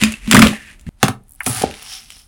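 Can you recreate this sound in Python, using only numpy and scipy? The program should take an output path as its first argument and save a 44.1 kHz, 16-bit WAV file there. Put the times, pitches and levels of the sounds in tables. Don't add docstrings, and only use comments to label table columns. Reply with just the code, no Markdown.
import sys
import numpy as np
from scipy import signal
from scipy.fft import rfft, irfft, next_fast_len
from scipy.io import wavfile
from scipy.ndimage import uniform_filter1d

SR = 44100
rng = np.random.default_rng(int(sys.argv[2]) if len(sys.argv) > 2 else 0)


def to_wav(sig):
    pcm = np.clip(np.atleast_2d(sig), -1, 1) * 32767
    pcm = np.round(pcm).astype(np.int16)
    wavfile.write(sys.argv[1], SR, pcm.T)


def decibels_to_gain(level_db):
    exponent = np.asarray(level_db, float) / 20
    return 10 ** exponent


N = 100151
NOW = np.arange(N) / SR


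def unit(x):
    return x / np.sqrt(np.mean(x ** 2) + 1e-20)


def along(points, hz):
    f, v = np.transpose(points)
    return np.interp(np.log(hz + 1), np.log(f + 1), v)


def filtered(x, response):
    m = next_fast_len(len(x) + 8192)
    return irfft(rfft(x, m) * response(np.fft.rfftfreq(m, 1 / SR)), m)[:len(x)]


def peak(f, hz, wide):
    return 1j * f * wide / (hz * hz - f * f + 1j * f * wide)


def add(track, s, sound):
    part = track[round((s + .0008) * SR):][:len(sound)]
    part += sound[:len(part)]


def grit(per_s):
    spread_db = 1.5
    draw = rng.random((2, N))
    grains = (draw[0] < per_s / SR) * decibels_to_gain(-spread_db * np.log(draw[1] + 1e-4))
    power = signal.lfilter([1], [1, -.93], np.minimum(grains, 6) ** 2)
    return unit(np.sqrt(power) * rng.standard_normal(N))


# start in seconds, peak level in dB, ring in Hz,
# brightness in dB.
SNAPS_FIRST = [(0.0151, -5.5, 2880, -14.5), (0.035, 10, 2570, -14.5), (0.121, -11.5, 2490, -7.5),
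               (0.2744, -13, 2370, -19.5), (0.3114, 17.5, 3510, -15.5), (0.3234, 9.5, 1950, -29),
               (0.3309, 8, 2100, -21.5), (0.3449, 1.5, 940, -2.5), (0.3474, 16.5, 1177, -27.5),
               (0.3555, 2.5, 1200, -24), (0.3595, -6.5, 1100, -22), (0.366, 14.5, 1926, -24.5),
               (0.3715, 3, 2100, -18.5), (0.3765, -7, 6000, -4.5), (0.3795, -1, 2140, -18),
               (0.386, -4.5, 2340, -21.5), (0.3911, 5.5, 1410, -12), (0.3935, 5.5, 4940, -13),
               (0.4187, 15, 2270, -24.5), (0.4235, 14, 1243, -29.5), (0.4305, 3, 2500, -19.5),
               (0.4355, -3, 4100, -20.5), (0.4424, -3, 1720, -21.5), (0.4494, -4.5, 2200, -12.5),
               (0.4695, 6, 2670, -29.5), (0.4535, -5, 2300, -23), (0.4825, -4, 3580, -18),
               (0.527, -17, 800, -29), (0.437, -2.5, 544, -30.5), (0.458, -5, 505, -30),
               (0.5614, -24, 1807, -25.5), (0.7944, -37.5, 2263, -1), (0.8104, -40.5, 3800, 1.5),
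               (0.866, -27.5, 1770, -23)]
SNAPS_SECOND = [(1.0285, 7, 1290, -8.5), (1.0288, 9.5, 2690, -18.5), (1.0816, 1, 1290, -13),
                (1.0405, -6.5, 3170, -13), (1.4622, -5.5, 2394, -3.5), (1.4645, -6.5, 2270, -11),
                (1.4722, -10.5, 1306, -30), (1.562, -15.5, 1350, -24.5), (1.6199, -6, 3090, -8),
                (1.7103, -14.5, 3000, -26.5), (1.7397, -17, 2680, -27), (1.759, -32, 2320, -22),
                (1.774, -26.5, 2700, -25), (1.7946, -23, 2840, -21), (1.8225, -18, 3000, -17),
                (1.833, -22.5, 2500, -19.5), (1.844, -25.5, 2720, -20.5), (1.8619, -20, 2910, -24),
                (1.8989, -27, 3300, -13.5), (2.0, -28.5, 2600, -21.5), (2.03, -32.5, 2600, -21.5),
                (2.058, -31, 2900, -15.5), (2.1028, -19, 3100, -10.5), (2.121, -26.5, 3000, -7),
                (2.166, -28.5, 2800, -15.5)]
# frequency in Hz, level in dB.
SNAP_COLOUR = [(350, -14.5), (1200, -7), (3000, -4), (5500, -5.5), (10000, -2.5), (12500, -16.5),
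               (16000, -14.5)]


def snaps(rows):
    burst_t60, crumbs_t60, crumbs_db = .011, .066, -17
    ring_cycles, ring_db, ring_wide = 28.4, 3, .4
    out, t = np.zeros(N), np.arange(SR // 8) / SR
    fade = decibels_to_gain(-60 * t / burst_t60) + decibels_to_gain(crumbs_db - 60 * t / crumbs_t60)
    for s, db, hz, bright_db in rows:
        noise = rng.standard_normal((2, len(t)))

        def tone(f):
            octaves_up = np.clip(np.log2((f + 1) / 3000), 0, 1)
            return decibels_to_gain(along(SNAP_COLOUR, f) + (bright_db + 9.5) * octaves_up)

        burst = filtered(noise[0], tone) * fade
        rough = unit(filtered(noise[1], lambda f: peak(f, hz, ring_wide * hz)))
        ring = .32 * np.sin(2 * np.pi * hz * t) + .3 * rough
        ring = ring * decibels_to_gain(ring_db - 60 * t * hz / ring_cycles)
        add(out, s, decibels_to_gain(db - 3) * (burst + ring) * (1 - np.exp(-t / .0001)))
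    return out


# time in seconds, level in dB.
CRUSH_FIRST = [(0, -37.5), (0.01, -23), (0.02, -20), (0.058, -27), (0.143, -36), (.2, -47), (.27, -38),
               (.305, -27.5), (.33, -27.5), (.45, -19.5), (0.521, -30.5), (.6, -44), (0.689, -46.5),
               (.73, -45), (0.778, -64), (.86, -64), (0.867, -52), (.89, -48.5)]
# time in seconds, level in dB, fineness of crumbs in dB.
CRUSH_SECOND = [(0.961, -76, -9), (1.025, -37, -12.5), (1.05, -37.5, -1.5), (1.109, -51, -2),
                (1.199, -83, -8.5), (1.27, -68, 1), (1.318, -71.5, 14), (1.39, -58, -2),
                (1.455, -37.5, -0.5), (1.468, -26.5, 9.5), (1.53, -27, 2.5), (1.631, -22.5, -6),
                (1.657, -31, -23), (1.789, -40, -6.5), (1.938, -39.5, 2.5), (2.002, -47.5, 2.5),
                (2.07, -53, 2.5), (2.2, -53, 6), (2.27, -62.5, 3.5)]
# frequency in Hz, level in dB per Hz.
WAX_FIRST = [(180, -40.5), (300, -3.5), (634, -14), (787, -12.5), (1030, -9), (1690, -6.5), (5160, -12),
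             (10000, -9), (16000, -36)]
WAX_SECOND = [(180, -24), (300, -24), (593, -36.5), (749, 2.5), (994, -7.5), (1320, -1), (5200, -3.5),
              (6900, -6), (8500, -1), (11000, 0), (12000, -11.5), (16000, -11.5)]
# frequency in Hz, width in Hz, level in dB.
BLADE_FIRST = [(1980, 180, 6), (2600, 860, 8.5)]
BLADE_SECOND = [(780, 210, -11.5), (9870, 710, -3)]


def crush(curve, wax, blade):
    mix = grit(2200) + decibels_to_gain(-11.5) * rng.standard_normal(N)

    def colour(f):
        blade_gain = sum(decibels_to_gain(db) * abs(peak(f, hz, wide)) ** 2 for hz, wide, db in blade)
        return decibels_to_gain(along(wax, f)) * (1 + blade_gain)

    s, pressure_db, *fine_db = np.transpose(curve)
    body = unit(filtered(mix, colour))
    top = filtered(body, lambda f: 1 / (1 + (7000 / (f + 1)) ** 6))
    if fine_db:
        body = body + top * (decibels_to_gain(np.interp(NOW, s, fine_db[0])) - 1)
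    return body * decibels_to_gain(np.interp(NOW, s, pressure_db))


# start in seconds, level in dB.
PUSHES_FIRST = [(.037, -20.5), (.298, -22.5), (.316, -10.5), (.336, 2.5), (.352, 2), (.372, 4),
                (.398, -1.5), (.421, 2), (.442, -12.5), (.47, -6.5), (.5, -15)]
PUSHES_SECOND = [
    (1.031, -1),
    (1.037, -5.5),
    (1.084, -8),
    (1.1, -17.5),
    (1.465, -9),
    (1.476, -17),
    (1.497, -23),
]
# start in seconds, level in dB.
LEANS = [
    (.022, -4.5),
    (.0365, -6),
    (.082, -22),
    (.277, -8.5),
]
# start in seconds, level in dB.
CHIP = [
    (.139, -16),
]
# start in seconds, level in dB.
LIFTS = [
    (.864, -10),
    (.877, -7.5),
]
# start in seconds, level in dB.
KNOCKS = [
    (1.614, -15),
    (1.634, -16),
    (1.6365, 1),
    (1.653, -33),
    (1.675, -22.5),
    (1.695, -17.5),
]
# frequency in Hz,
# level in dB, seconds to fade by 60 dB.
BOARD_FIRST = [(110.4, -8.5, 0.15), (155, -7.5, 0.18), (184.1, -2, 0.06), (218.1, 0, 0.26), (272, -9, 0.18),
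               (430, -15.5, 0.027), (334.3, -11, 0.061), (600, -7.5, .05)]
BOARD_SECOND = [(81.4, -17.5, 0.16), (120.8, -6.5, 0.17), (171, -15, 0.15), (213.5, -4.5, .1),
                (268.1, -9.5, 0.14), (404.6, -6, 0.045), (782, 4, 0.036), (1290, 2.5, 0.043)]
SHARD = [(2680, 0.015, 0.033)]
HOLLOW = [(204.3, -1.5, 0.039), (302, -8, 0.047), (441, -2, 0.025), (590, -4.5, 0.026), (800, 1.5, 0.023),
          (842, -7, 0.029)]


def board(pushes, modes, contact_s, low_hz, rattle):
    t, ring = np.arange(SR // 2) / SR, 0
    for k, (hz, db, t60) in enumerate(modes):
        ring = ring + (-1) ** k * decibels_to_gain(db - 60 * t / t60) * np.sin(2 * np.pi * hz * t)
    force = rattle.copy()
    for s, db in pushes:
        bump = np.sin(np.pi * np.clip((NOW - s) / contact_s, 0, 1)) ** 2
        force += decibels_to_gain(db) * bump / (bump.sum() + 1e-9)
    thud = signal.fftconvolve(force, ring)[:N]
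    return filtered(thud, lambda f: (1j * f / (low_hz + 1j * f)) ** 2)


# frequency in Hz, seconds to fade by 60 dB.
ROOM = [(300, 0.27), (2000, 0.17), (10000, 0.15)]


def room(x):
    hz, t, z = signal.stft(rng.standard_normal(SR // 2), SR, nperseg=256)
    tail = signal.istft(z * decibels_to_gain(-60 * t / along(ROOM, hz)[:, None]), SR, nperseg=256)[1]
    return signal.fftconvolve(np.pad(x, (200, 0)), tail / np.linalg.norm(tail))[:N]


# time in seconds, level in dB.
GRIP_FIRST = [(0, 0.5), (0.142, 0), (.175, -22.5), (.255, -10), (.272, 0.5), (.425, 0.5), (.45, -3),
              (.53, 3.5), (.58, -11), (.85, -16), (.86, -1.5)]
GRIP_SECOND = [(1.02, 4.5), (1.12, -5.5), (1.25, 0), (1.45, -4.5), (1.53, 2), (1.6, 0), (1.641, 0),
               (1.66, -5), (1.75, -3)]


def shot(rows, curve, wax, blade, thuds, grip_curve, rattle_db, wet_db):
    breaks, crumbs = snaps(rows), crush(curve, wax, blade)
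    strength = np.sqrt(uniform_filter1d(crumbs ** 2, size=200) + 1e-12)
    shake = decibels_to_gain(rattle_db) * strength * rng.standard_normal(N)
    thud = sum(board(*each, shake * (k < 1)) for k, each in enumerate(thuds))
    grip = decibels_to_gain(np.interp(NOW, *np.transpose(grip_curve)))
    return breaks + crumbs + decibels_to_gain(-10) * room(breaks) + grip * (thud + decibels_to_gain(wet_db) * room(thud))


# start in seconds, peak level in dB.
TICKS = [(1.2357, -45), (1.2823, -39), (1.293, -30.5), (1.2972, -34.5), (1.3081, -25), (1.3196, -27),
         (1.3207, -27), (1.5478, -11.5), (1.3343, -27.5), (1.343, -29.5), (1.3499, -33.5), (1.359, -30),
         (1.4023, -20.5), (1.4053, -30), (1.4082, -27), (1.4330, -14), (1.4423, -18), (1.8277, -20.5),
         (2.0016, -35.5)]


def ticks():
    out, t = np.zeros(N), np.arange(SR // 50) / SR
    for s, db in TICKS:
        add(out, s, decibels_to_gain(db + 6 - 60 * t / .004) * rng.standard_normal(len(t)))
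    return filtered(out, lambda f: peak(f, 10600, 3000) ** 2 + .5 * peak(f, 14000, 5000) ** 2)


# frequency in Hz, width in Hz.
TAP = [(1300, 2000), (2350, 1440)]


def tap():
    start_s, level_db, t60 = 1.4055, -20.5, .06
    out, t = np.zeros(N), np.arange(SR // 10) / SR
    hit = rng.standard_normal(len(t)) + 14 * (t == 0)
    add(out, start_s, decibels_to_gain(level_db - 60 * t / t60) * hit)

    def tip(f):
        tones = sum((-1) ** k * peak(f, hz, wide) ** 2 for k, (hz, wide) in enumerate(TAP))
        return 3 * tones / (1 + (f / 3400) ** 6) / (1 + (750 / (f + 1)) ** 4)

    return filtered(out, tip)


# time in seconds, level in dB.
RUB = [
    (.48, -50.5),
    (.53, -35),
    (.58, -37.5),
    (.62, -42.5),
    (.66, -44.5),
    (.695, -39.5),
    (.73, -55.5),
    (.77, -67),
    (.83, -74.5),
]
# time in seconds, level in dB.
SCRAPE = [
    (1.7, -61.5),
    (1.85, -41.5),
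    (1.93, -32.5),
    (1.985, -37),
    (2.02, -46),
    (2.089, -51.5),
    (2.12, -45.5),
    (2.21, -49.5),
    (2.27, -67.5),
]


def scrape(curve, main_hz, other_hz, wide_hz, share):
    s, db = np.transpose(curve)
    main = filtered(grit(1800), lambda f: peak(f, main_hz, wide_hz) ** 2)
    other = filtered(grit(1500), lambda f: peak(f, other_hz, wide_hz))
    return unit(main + share * other) * decibels_to_gain(np.interp(NOW, s, db, left=-120))


# middle in seconds, peak level in dB, frequency in Hz.
SWAYS = [(0.048, -40, 35), (0.086, -26.5, 73), (.25, -28.5, 43.2), (0.364, -26, 61.3), (.42, -37, 24.6),
         (0.461, -14, 70.6), (1.105, -17, 114), (1.51, -18, 122), (1.576, -27, 106), (1.604, -28.5, 100),
         (1.671, -27.5, 77.5), (1.714, -36, 81.4)]


def sways():
    out = np.zeros(N)
    for s, db, hz in SWAYS:
        swell = np.exp(-((NOW - s) * hz / 1.3) ** 2)
        out += decibels_to_gain(db) * swell * np.sin(2 * np.pi * hz * (NOW - s))
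    return out


# frequency in Hz, level in dB per Hz.
RUMBLE = [(15, -43), (25, 6.5), (175, -14), (242, -16), (531, -34), (575, -27), (5730, -44), (9320, -38.5),
          (16000, -50.5)]


def low_rumble():
    return decibels_to_gain(-52) * unit(filtered(rng.standard_normal(N), lambda f: decibels_to_gain(along(RUMBLE, f))))


def scene():
    change_s = .8908
    # pushes, tones, contact in seconds, bass limit in Hz
    thuds_first = [(PUSHES_FIRST, BOARD_FIRST, .002, 90), (LEANS, BOARD_FIRST[3:4], .003, 72),
                   (CHIP, SHARD, .00015, 72), (LIFTS, BOARD_FIRST[:3], .004, 72)]
    thuds_second = [(PUSHES_SECOND, BOARD_SECOND, .0015, 72), (KNOCKS, HOLLOW, .0008, 170)]
    first = shot(SNAPS_FIRST, CRUSH_FIRST, WAX_FIRST, BLADE_FIRST, thuds_first, GRIP_FIRST,
                 rattle_db=-27, wet_db=-13.5)
    second = shot(SNAPS_SECOND, CRUSH_SECOND, WAX_SECOND, BLADE_SECOND, thuds_second, GRIP_SECOND,
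                  rattle_db=-39, wet_db=-9.0)
    first = first + scrape(RUB, main_hz=1782, other_hz=2520, wide_hz=350, share=.48)
    second = second + ticks() + tap()
    second = second + scrape(SCRAPE, main_hz=5390, other_hz=3254, wide_hz=1200, share=.63)
    rumble = low_rumble()
    shots = np.where(np.arange(N) < change_s * SR, first + 1.9 * rumble, second + rumble[::-1])
    return (sways() + shots)[None]


def roll_off(x):
    return signal.sosfilt(signal.butter(12, 16320, fs=SR, output="sos"), x)


def record(dry):
    top, hardness = 1.0, 20
    clipped = dry / (1 + np.abs(dry / top) ** hardness) ** (1 / hardness)
    return roll_off(clipped)


dry = scene()
out = record(dry)
to_wav(out)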